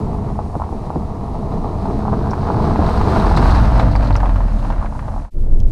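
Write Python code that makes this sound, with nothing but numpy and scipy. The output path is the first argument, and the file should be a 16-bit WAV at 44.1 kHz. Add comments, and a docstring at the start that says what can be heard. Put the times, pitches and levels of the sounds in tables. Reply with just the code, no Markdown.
"""Car passing on gravel

A petrol car rolls up a gravel forest road past a small housed camera lying in leaves. Filtered noise and
random stone slips, attenuated with distance, make the tyres; decaying modes and noise bursts make the
popping stones, thuds and crunches; a gliding harmonic tone makes the exhaust note, sinking as it leaves.
The sound then fades out and returns inside the moving car: body boom, road hum, trim hiss and ticks."""
import sys
import numpy as np
from scipy import signal
from scipy.fft import rfft, irfft
from scipy.io import wavfile
from scipy.ndimage import uniform_filter1d, minimum_filter1d

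SR = 44100
rng = np.random.default_rng(int(sys.argv[2]) if len(sys.argv) > 2 else 0)


def wav_out(sig):
    """Save sig, one row per channel (or a flat mono array), as 16-bit PCM at SR to the path in sys.argv[1]."""
    wavfile.write(sys.argv[1], SR, np.round(np.clip(np.atleast_2d(sig).T, -1, 1) * 32767).astype(np.int16))


N = 251811
T = np.arange(N) / SR
ABEAM_S = (3.2, 3.81)  # the view turns from the car's front to its rear
SPEED_M_S, CLOSEST_M, CLOSEST_S = 3.34, 2.146, 3.413  # straight pass: speed, least distance and its time


def undb(db):
    """Amplitude ratio: 20 dB is a factor of ten."""
    return 10 ** (np.asarray(db) / 20)


def unit(x):
    """Normalisation to an rms of 1."""
    return x / np.sqrt(np.mean(x ** 2))


def noise():
    """White noise: equal mean power at every frequency."""
    return rng.standard_normal(N)


def butter(x, order, hz, kind="low"):
    """Butterworth filtering: a maximally flat passband."""
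    return signal.sosfilt(signal.butter(order, hz, kind, fs=SR, output="sos"), x)


def colour(x, shape):
    """Minimum-phase filtering to a (Hz, dB) spectrum by the folded cepstrum; rms 1 out."""
    size = 16384
    hz, db = np.transpose(shape)
    f = np.arange(size // 2 + 1) * SR / size + 1e-3
    # octaves beyond the ends of the shape, where the gain falls by a further 40 dB each
    outside = np.maximum(np.log2(hz[0] / f), 0) + np.maximum(np.log2(f / hz[-1]), 0)
    gain_db = np.interp(np.log(f), np.log(hz), db) - 40 * outside
    cepstrum = irfft(np.log(undb(np.maximum(gain_db, -110))))
    cepstrum[1:size // 2] *= 2
    cepstrum[size // 2 + 1:] = 0
    impulse = irfft(np.exp(rfft(cepstrum)))
    return unit(signal.fftconvolve(x, impulse)[:N])


def walk(rate):
    """Slow random modulation: levels held 1 / rate s, slewed twice, with rms 1."""
    hold = int(SR / rate)
    steps = np.repeat(rng.standard_normal(N // hold + 1), hold)
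    return unit(uniform_filter1d(uniform_filter1d(steps, hold), hold)[:N])


def ring(seconds, level_db, hz, t60, rise_s, q=0):
    """Exponential decay of struck bodies: a clean mode, or with q a burst of band noise around it."""
    out = np.zeros(N + SR)
    t = np.arange(SR // 8) / SR
    rise = np.sin(np.pi / 2 * np.minimum(t / rise_s, 1)) ** 2
    for s, db, f, decay_s in np.broadcast(seconds, level_db, hz, np.clip(t60, .002, .15)):
        wave = np.sin(2 * np.pi * f * t)
        if q:
            band = signal.iirpeak(f, q, SR)
            once = signal.lfilter(*band, rng.standard_normal(len(t)))
            wave = unit(signal.lfilter(*band, once)) / 2
        i = int(s * SR)
        decay = np.exp(-np.log(1000) * t / decay_s)
        out[i:i + len(t)] += undb(db) * wave * decay * rise
    return out[:N]


def stones(per_s, spread_db, bed_db, looseness):
    """Random impulse process: stones slip with a long tail of sizes, over a bed of tiny slips."""
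    chance = rng.random((N, 2)).T
    size_db = np.minimum(-spread_db * np.log(1 - chance[1]), 13)
    sizes = undb(size_db) * rng.choice([-1, 1], N)
    clicks = unit((chance[0] < per_s / SR) * sizes)
    return (clicks + undb(bed_db) * noise()) * looseness


def heard(abeam_db, coming_db, leaving_db, floor_db):
    """Attenuation with distance, down to what the forest scatters back; gives a layer's gain."""
    doublings = np.log2(np.hypot(SPEED_M_S * (T - CLOSEST_S), CLOSEST_M) / CLOSEST_M)
    loss_db = doublings * np.where(T < CLOSEST_S, coming_db, leaving_db)
    return np.hypot(undb(abeam_db - loss_db), undb(floor_db))


# Tyre thudding and roar, from the front and from behind. Each row: frequency in Hz, relative density in dB.
ROAR_FRONT = [(59, -36.5), (100, 1.5), (184, -1.5), (216, -4), (355, -9), (435, -7), (548, -23.5),
              (600, -11), (780, -30)]
ROAR_REAR = [(59, -29.5), (100, 3), (210, -8.5), (232, -9), (279, -6.5), (388, -22.5), (600, -13),
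             (780, -29)]


def tyre_roar(patch, behind):
    """Broadband excitation by bumps, plus the cavity resonance of the air ring inside the tyres."""
    bumps = noise() * undb(0.65 * patch + 1.37 * walk(16))
    roar = (1 - behind) * colour(bumps, ROAR_FRONT) + behind * colour(bumps, ROAR_REAR)
    air_hz, width_hz, air_db = 210, 5.4, -7.5
    air = unit(signal.lfilter(*signal.iirpeak(air_hz, air_hz / width_hz, SR), noise()))
    return roar + undb(air_db) * air


# Stones crushed under the tread. Each row: frequency in Hz, relative density in dB.
CRUNCH = [(280, -30), (480, 2.5), (511, 1.5), (560, -15.5), (666, 7.5), (721, 3), (891, 3), (1190, -4),
          (1700, -22.5), (2210, -70.5)]


def stone_crunch(coarse, behind):
    """Spectral filtering along the path: distance takes the top, the view from behind the bottom."""
    crushed = colour(coarse, CRUNCH)
    thin = butter(crushed, 3, 552, "high")
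    crushed = np.cos(np.pi / 2 * behind) * crushed + np.sin(np.pi / 2 * behind) * thin
    near = np.interp(T, (1.88, 2.05), (0, 1))
    return near * crushed + (1 - near) * butter(crushed, 4, 1460)


# Remaining tyre layers, lowest first. Each row: frequency in Hz, relative density in dB.
RUMBLE = [(7.1, -25.5), (12, -0.5), (27, 7.5), (55, -6), (72, -45)]
DRONE = [(29, -24), (50, 0.5), (86, 0), (120, -10), (160, -20.5)]
SCRAPE = [(740, -2.5), (1250, 2.5), (2810, -13.5), (3200, -18.5), (4160, -32.5)]
GRIT = [(1710, -29.5), (2900, -13), (3540, -7), (3960, -2), (4420, -3.5), (6160, -13), (7370, -19.5),
        (8580, -15), (11400, -30), (12700, -25.5), (15100, -37)]
# Distance law of rumble, drone, roar, crunch, scrape and grit. Each row: level abeam in dB,
# loss per doubling coming in dB, loss per doubling leaving in dB, far floor in dB.
DISTANCE_LAWS = [(-21.5, 4.5, 3, -53), (-18.5, 5, 11.5, -31), (-18, 4.5, 10, -40), (-21.5, 7, 15, -39.5),
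                 (-30.5, 15, 13.5, -49.5), (-41, 11, 18, -62)]
# Bass and crunch start fuller and dip briefly as the car leaves. Each row: time in seconds, added level in dB.
FULLNESS = [(0, 5), (.7, 0), (1.3, 0.7), (4.86, 2), (4.96, -0.5), (5.08, 4.5), (5.25, 0.5)]


def tyres():
    """Common modulation: loose and firm patches of road move crunch, scrape and grit together."""
    rumble, drone, roar, crunch, scrape, grit = (heard(*law) for law in DISTANCE_LAWS)
    fullness = undb(np.interp(T, *np.transpose(FULLNESS)))
    behind = np.interp(T, ABEAM_S, (0, 1))
    patch = 1.33 * walk(25.11)
    # behind the car fewer stones still roll, so the patches stand further apart
    patch = patch * (1 + 0.5 * behind)
    # alongside all four wheels crunch at once, which evens them out
    patch = patch * (1 - 0.2 * np.exp(-((T - CLOSEST_S) / 0.49) ** 2))
    coarse = stones(300, 4.4, -1.5, undb(patch))
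    fine = stones(2500, 3.6, 1.4, undb(0.64 * patch + 0.76 * walk(20)))
    low = rumble * colour(noise(), RUMBLE) + drone * colour(noise(), DRONE)
    middle = roar * tyre_roar(patch, behind) + crunch * stone_crunch(coarse, behind)
    high = scrape * colour(1.22 * coarse + fine, SCRAPE) + grit * colour(fine, GRIT)
    return fullness * (low + middle) + high


# Hiss level of the leaves. Each row: time in seconds, mean level in dB.
WAKE = [(0, -60.5), (2, -62), (3.5, -78), (4.3, -58.5), (4.8, -58), (5.25, -58.5)]
# Spectrum of the leaves. Each row: frequency in Hz, relative density in dB.
RUSTLE = [(3820, -2), (6500, -1.5), (7410, -4.5), (8470, -3.5), (9620, -3.5), (12000, -14.5), (15600, -40)]


def leaves():
    """Modulated high-band noise: a thin hiss, strongest in the car's wake."""
    level_db = np.interp(T, *np.transpose(WAKE)) + 1.4 * walk(16)
    return colour(noise(), RUSTLE) * undb(level_db)


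# Stones popping out under the tread. Each row: start in seconds, relative level in dB,
# ring frequency in Hz, scrape level relative to the knock in dB.
POPS = [(0.39, -1, 790, -43), (0.531, -25, 800, -40), (0.553, -3.5, 750, -43), (0.599, -6.5, 770, -42),
        (0.608, -10, 825, -41), (0.619, -4, 980, -31), (0.637, -12, 890, -26), (0.726, -12, 750, -36),
        (0.903, -4.5, 815, -54), (0.958, -8.5, 800, -30), (1.521, -10, 830, -39), (1.658, -10.5, 810, -38),
        (1.856, -7.5, 855, -42), (2.052, -5.5, 860, -43), (2.081, -2.5, 850, -44), (2.13, -5, 900, -40),
        (2.27, -7.5, 944, -29), (2.333, -1.5, 880, -24.5), (2.501, 0, 870, -41), (2.602, -3.5, 890, -41),
        (2.708, -7, 880, -28), (2.758, -2, 910, -19.5), (2.889, -2.5, 845, -26), (2.94, -5, 990, -30),
        (3.012, 0.5, 920, -21), (3.225, -5.5, 1070, -31), (3.266, -5, 815, -17), (3.311, 0.5, 785, -33),
        (3.373, 1.5, 950, -13), (3.482, -4, 850, -29), (3.569, -10, 900, -11), (3.721, -4, 850, -28),
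        (3.782, -11, 835, -21), (3.798, -4, 764, -11), (3.953, -3.5, 870, -15.5), (4.027, -11, 840, -11),
        (4.106, -3.5, 815, -18), (4.154, -6, 920, -11), (4.202, -9.5, 880, -10.5), (4.231, -1, 830, -32),
        (4.257, -5.5, 820, -19), (4.293, -10, 880, -16), (4.359, -14.5, 1061, -10.5), (4.31, -17, 835, -14),
        (4.405, -6.5, 879, -24), (4.482, -15, 900, -14), (4.632, -30, 1010, -22), (4.648, -10, 901, -17),
        (4.702, -6.5, 860, -18.5), (4.722, -14, 1049, -13), (4.737, -23, 910, -15),
        (4.781, -16.5, 900, -16), (4.816, -17, 1160, -20), (4.826, -10, 966, -21), (4.846, -9, 791, -28),
        (4.859, -17.5, 1024, -11.5), (4.924, -13.5, 904, -35), (4.951, -13, 905, -30),
        (4.992, -13.5, 1050, -15), (5.025, -16, 850, -24), (5.081, -9.5, 775, -31), (5.14, -15, 900, -32),
        (5.162, -11, 785, -40), (5.179, -14.5, 822, -35), (5.249, -14.5, 885, -21), (5.281, -16, 880, -22)]


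def pops():
    """Impact and friction: each stone knocks dully, tumbles on briefly and scrapes its neighbours."""
    s, db, hz, scrape_db = np.transpose(POPS)
    tumble_db = db + np.interp(s, ABEAM_S, (-18, -12))  # from the front, from behind
    knock = ring(s - .0006, db + 0.5, hz, 0.011, 0.0013)
    tumble = ring(s + 0.00301, tumble_db, hz, 0.076, 0.0013, q=1.6)
    # the camera housing muffles the knock above its wall resonance
    muffled = butter(knock + tumble, 7, 1500)
    scrape = ring(s, db + scrape_db - 0.5, 1460, 0.058, 0.0024, q=1.56)
    edge = ring(s, db + scrape_db + 1, 1780, 0.011, 0.00098, q=1.0)
    return muffled + scrape + edge


# Tyres on larger stones and hollows. Each row: start in seconds, relative level in dB, carcass mode in Hz.
THUDS = [(0.556, -7.5, 145), (0.724, -12, 155), (0.958, -3, 153), (2.122, -6.5, 182), (2.788, 0, 299),
         (3.374, -4, 133)]


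def thuds():
    """Modal ringing: the tyre carcass rings low for a few cycles and shakes the stones around it."""
    s, db, hz = np.transpose(THUDS)
    t60_s = 0.11
    shake = butter(ring(s, db - 4.5, 2.07 * hz, t60_s, 0.0056, q=1.0), 4, 800)
    return ring(s, db - 9.0, hz, t60_s, 0.0015) + shake


# Crunches of grit and dry leaves. Each row: start in seconds, relative level in dB, centre in Hz,
# 60 dB decay time in seconds (held to 0.15 at most).
SNAPS = [(2.307, -32.5, 5300, 0.06), (2.862, -31, 3860, .05), (2.911, -39, 4140, 0.046),
         (2.9751, -30, 4460, 0.045), (3.197, -24.5, 3950, 0.037), (3.259, -31, 4400, 0.045),
         (3.364, -23, 4300, 0.15), (3.373, -23.5, 3900, 0.066), (3.474, -26, 4490, 0.049),
         (3.505, -25, 4100, 0.11), (3.547, -29, 4200, 0.097), (3.578, -29, 3900, 0.064),
         (3.794, -21.5, 3960, 0.048), (3.91, -36, 4420, 0.16), (3.9593, -26, 4470, 0.049),
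         (4.025, -37, 4330, 0.096), (4.043, -36, 4400, 0.14), (4.071, -31, 4070, 0.05),
         (4.082, -33, 4190, 0.027), (4.1252, -33, 4270, 0.041), (4.1397, -38, 4530, 0.2),
         (4.1618, -25, 5350, 0.042), (4.2, -39, 3820, .05), (4.2921, -34, 3470, 0.04),
         (4.359, -37, 3170, 0.041), (4.586, -37.5, 3660, 0.06)]


def snaps():
    """Transient fracture noise: each crunch is a sharp burst with a brighter, shorter edge."""
    s, db, hz, t60 = np.transpose(SNAPS)
    body = ring(s, db, hz, t60, 0.0019, q=3.5)
    return body + ring(s, db - 12.5, 1.8 * hz, 0.56 * t60, 0.0028, q=1.9)


# Exhaust note off throttle. Each row: time in seconds, mean firing rate in Hz, mean level in dB.
EXHAUST = [(2.9, 79.66, -25.5), (3.25, 77.52, -18.5), (3.5, 67.57, -13), (3.7, 56.94, -13.5),
           (4.0, 49.96, -12.5), (4.3, 43.23, -12.5), (4.6, 36.38, -16), (4.82, 35.1, -19),
           (4.97, 34.28, -34), (5.15, 34.9, -22.5)]
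# Overtones of the note. Each row: multiple of the firing rate, level relative to it in dB.
EXHAUST_OVERTONES = [(2, -12), (3, -28.5)]


def exhaust():
    """Harmonic series on the firing rate, slightly uneven in pitch and strength."""
    s, hz, db = np.transpose(EXHAUST)
    firing_hz = np.interp(T, s, hz) * (1 + 0.0017 * walk(25.5))
    phase = 2 * np.pi * np.cumsum(firing_hz) / SR
    tone = np.sin(phase) + sum(undb(g) * np.sin(k * phase) for k, g in EXHAUST_OVERTONES)
    onset = np.clip((T - s[0] + 0.39) / 0.34, 0, 1)
    return np.sqrt(2) * tone * undb(np.interp(T, s, db) + 0.66 * walk(14)) * onset


def passing_hum():
    """Amplitude envelope on a pure tone: a deep hum swells as the car is alongside."""
    centre_s, half_length_s, hz, level_db = 3.5, 0.38, 43.5, -14
    swell = np.exp(-((T - centre_s) / half_length_s) ** 2)
    return np.sqrt(2) * np.sin(2 * np.pi * hz * T) * undb(level_db) * swell


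# Levels inside the car. Each row: time in seconds, boom level in dB, road hum level in dB.
CABIN = [(5.36, -11.5, -23), (5.418, -10, -27), (5.47, -12, -22), (5.5, -13, -25), (5.535, -2.5, -21),
         (5.574, -8, -22.5), (5.595, -15.5, -23.5), (5.66, -3, -24), (5.7, -20, -25)]
# Spectra of body shaking, road hum and trim hiss. Each row: frequency in Hz, relative density in dB.
BOOM = [(12, -7), (30, 0), (55, 1.5), (90, -6.5), (120, -27)]
HUM = [(41, -27), (70, -5), (126, -9.5), (173, -22.5), (206, -12.5), (273, -24), (350, -22.5), (560, -31),
       (760, -39), (1100, -46.5), (2400, -66), (3120, -106)]
TRIM = [(1180, -43), (2000, -6), (5340, -9), (5910, -11.5), (9030, -9.5), (10800, -15), (12600, -11),
        (15100, -25)]


def cabin():
    """Structure-borne sound: the body booms over bumps, the road hums through the floor, trim hisses."""
    s, boom_db, hum_db = np.transpose(CABIN)
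    throb_hz, shake_db, trim_db = 21.07, -9, -60  # the body's own bounce; random shaking under it; hiss
    throb = np.sqrt(2) * np.sin(2 * np.pi * throb_hz * T)
    shaking = undb(shake_db) * colour(noise(), BOOM)
    boom = (throb + shaking) * undb(np.interp(T, s, boom_db))
    hum = colour(noise(), HUM) * undb(np.interp(T, s, hum_db))
    trim = colour(stones(1500, 2.5, 5.0, undb(2.0 * walk(39))), TRIM) * undb(trim_db)
    fade = np.interp(T, (5.305, 5.38), (0, 1))
    return (boom + hum) * fade ** 2 + trim * np.sqrt(fade)


# Trim ticking in the cabin. Each row: start in seconds, relative level in dB, centre in Hz.
TICKS = [(5.5935, -39, 11600), (5.6026, -30, 4280)]


def ticks():
    """Impulsive excitation: trim parts tick as very short noise bursts."""
    return ring(*np.transpose(TICKS), 0.012, .0004, q=1.2)


def limit(x, top_db):
    """Peak limiting: the camera turns itself down around its loudest peaks."""
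    hold = int(.012 * SR)
    gain = np.minimum(1, undb(top_db) / (abs(x) + 1e-9))
    return x * uniform_filter1d(minimum_filter1d(gain, hold), hold)


def scene():
    """Superposition of the sources, first outside the car and then inside it."""
    outside = tyres() + leaves() + pops() + thuds() + snaps() + exhaust() + passing_hum()
    outside = limit(outside, -1.5) * np.interp(T, (5.193, 5.305), (1, 0))
    inside = limit(cabin(), .7) + ticks()
    return (outside + inside)[None]


def record(dry):
    """Saturation and band limiting: the recorder rounds the loudest peaks and cuts the top."""
    rounded = np.tanh(.6 * dry) / .6
    return signal.sosfilt(signal.ellip(10, .2, 70, 15200, fs=SR, output="sos"), rounded)


dry = scene()
out = record(dry)
wav_out(out)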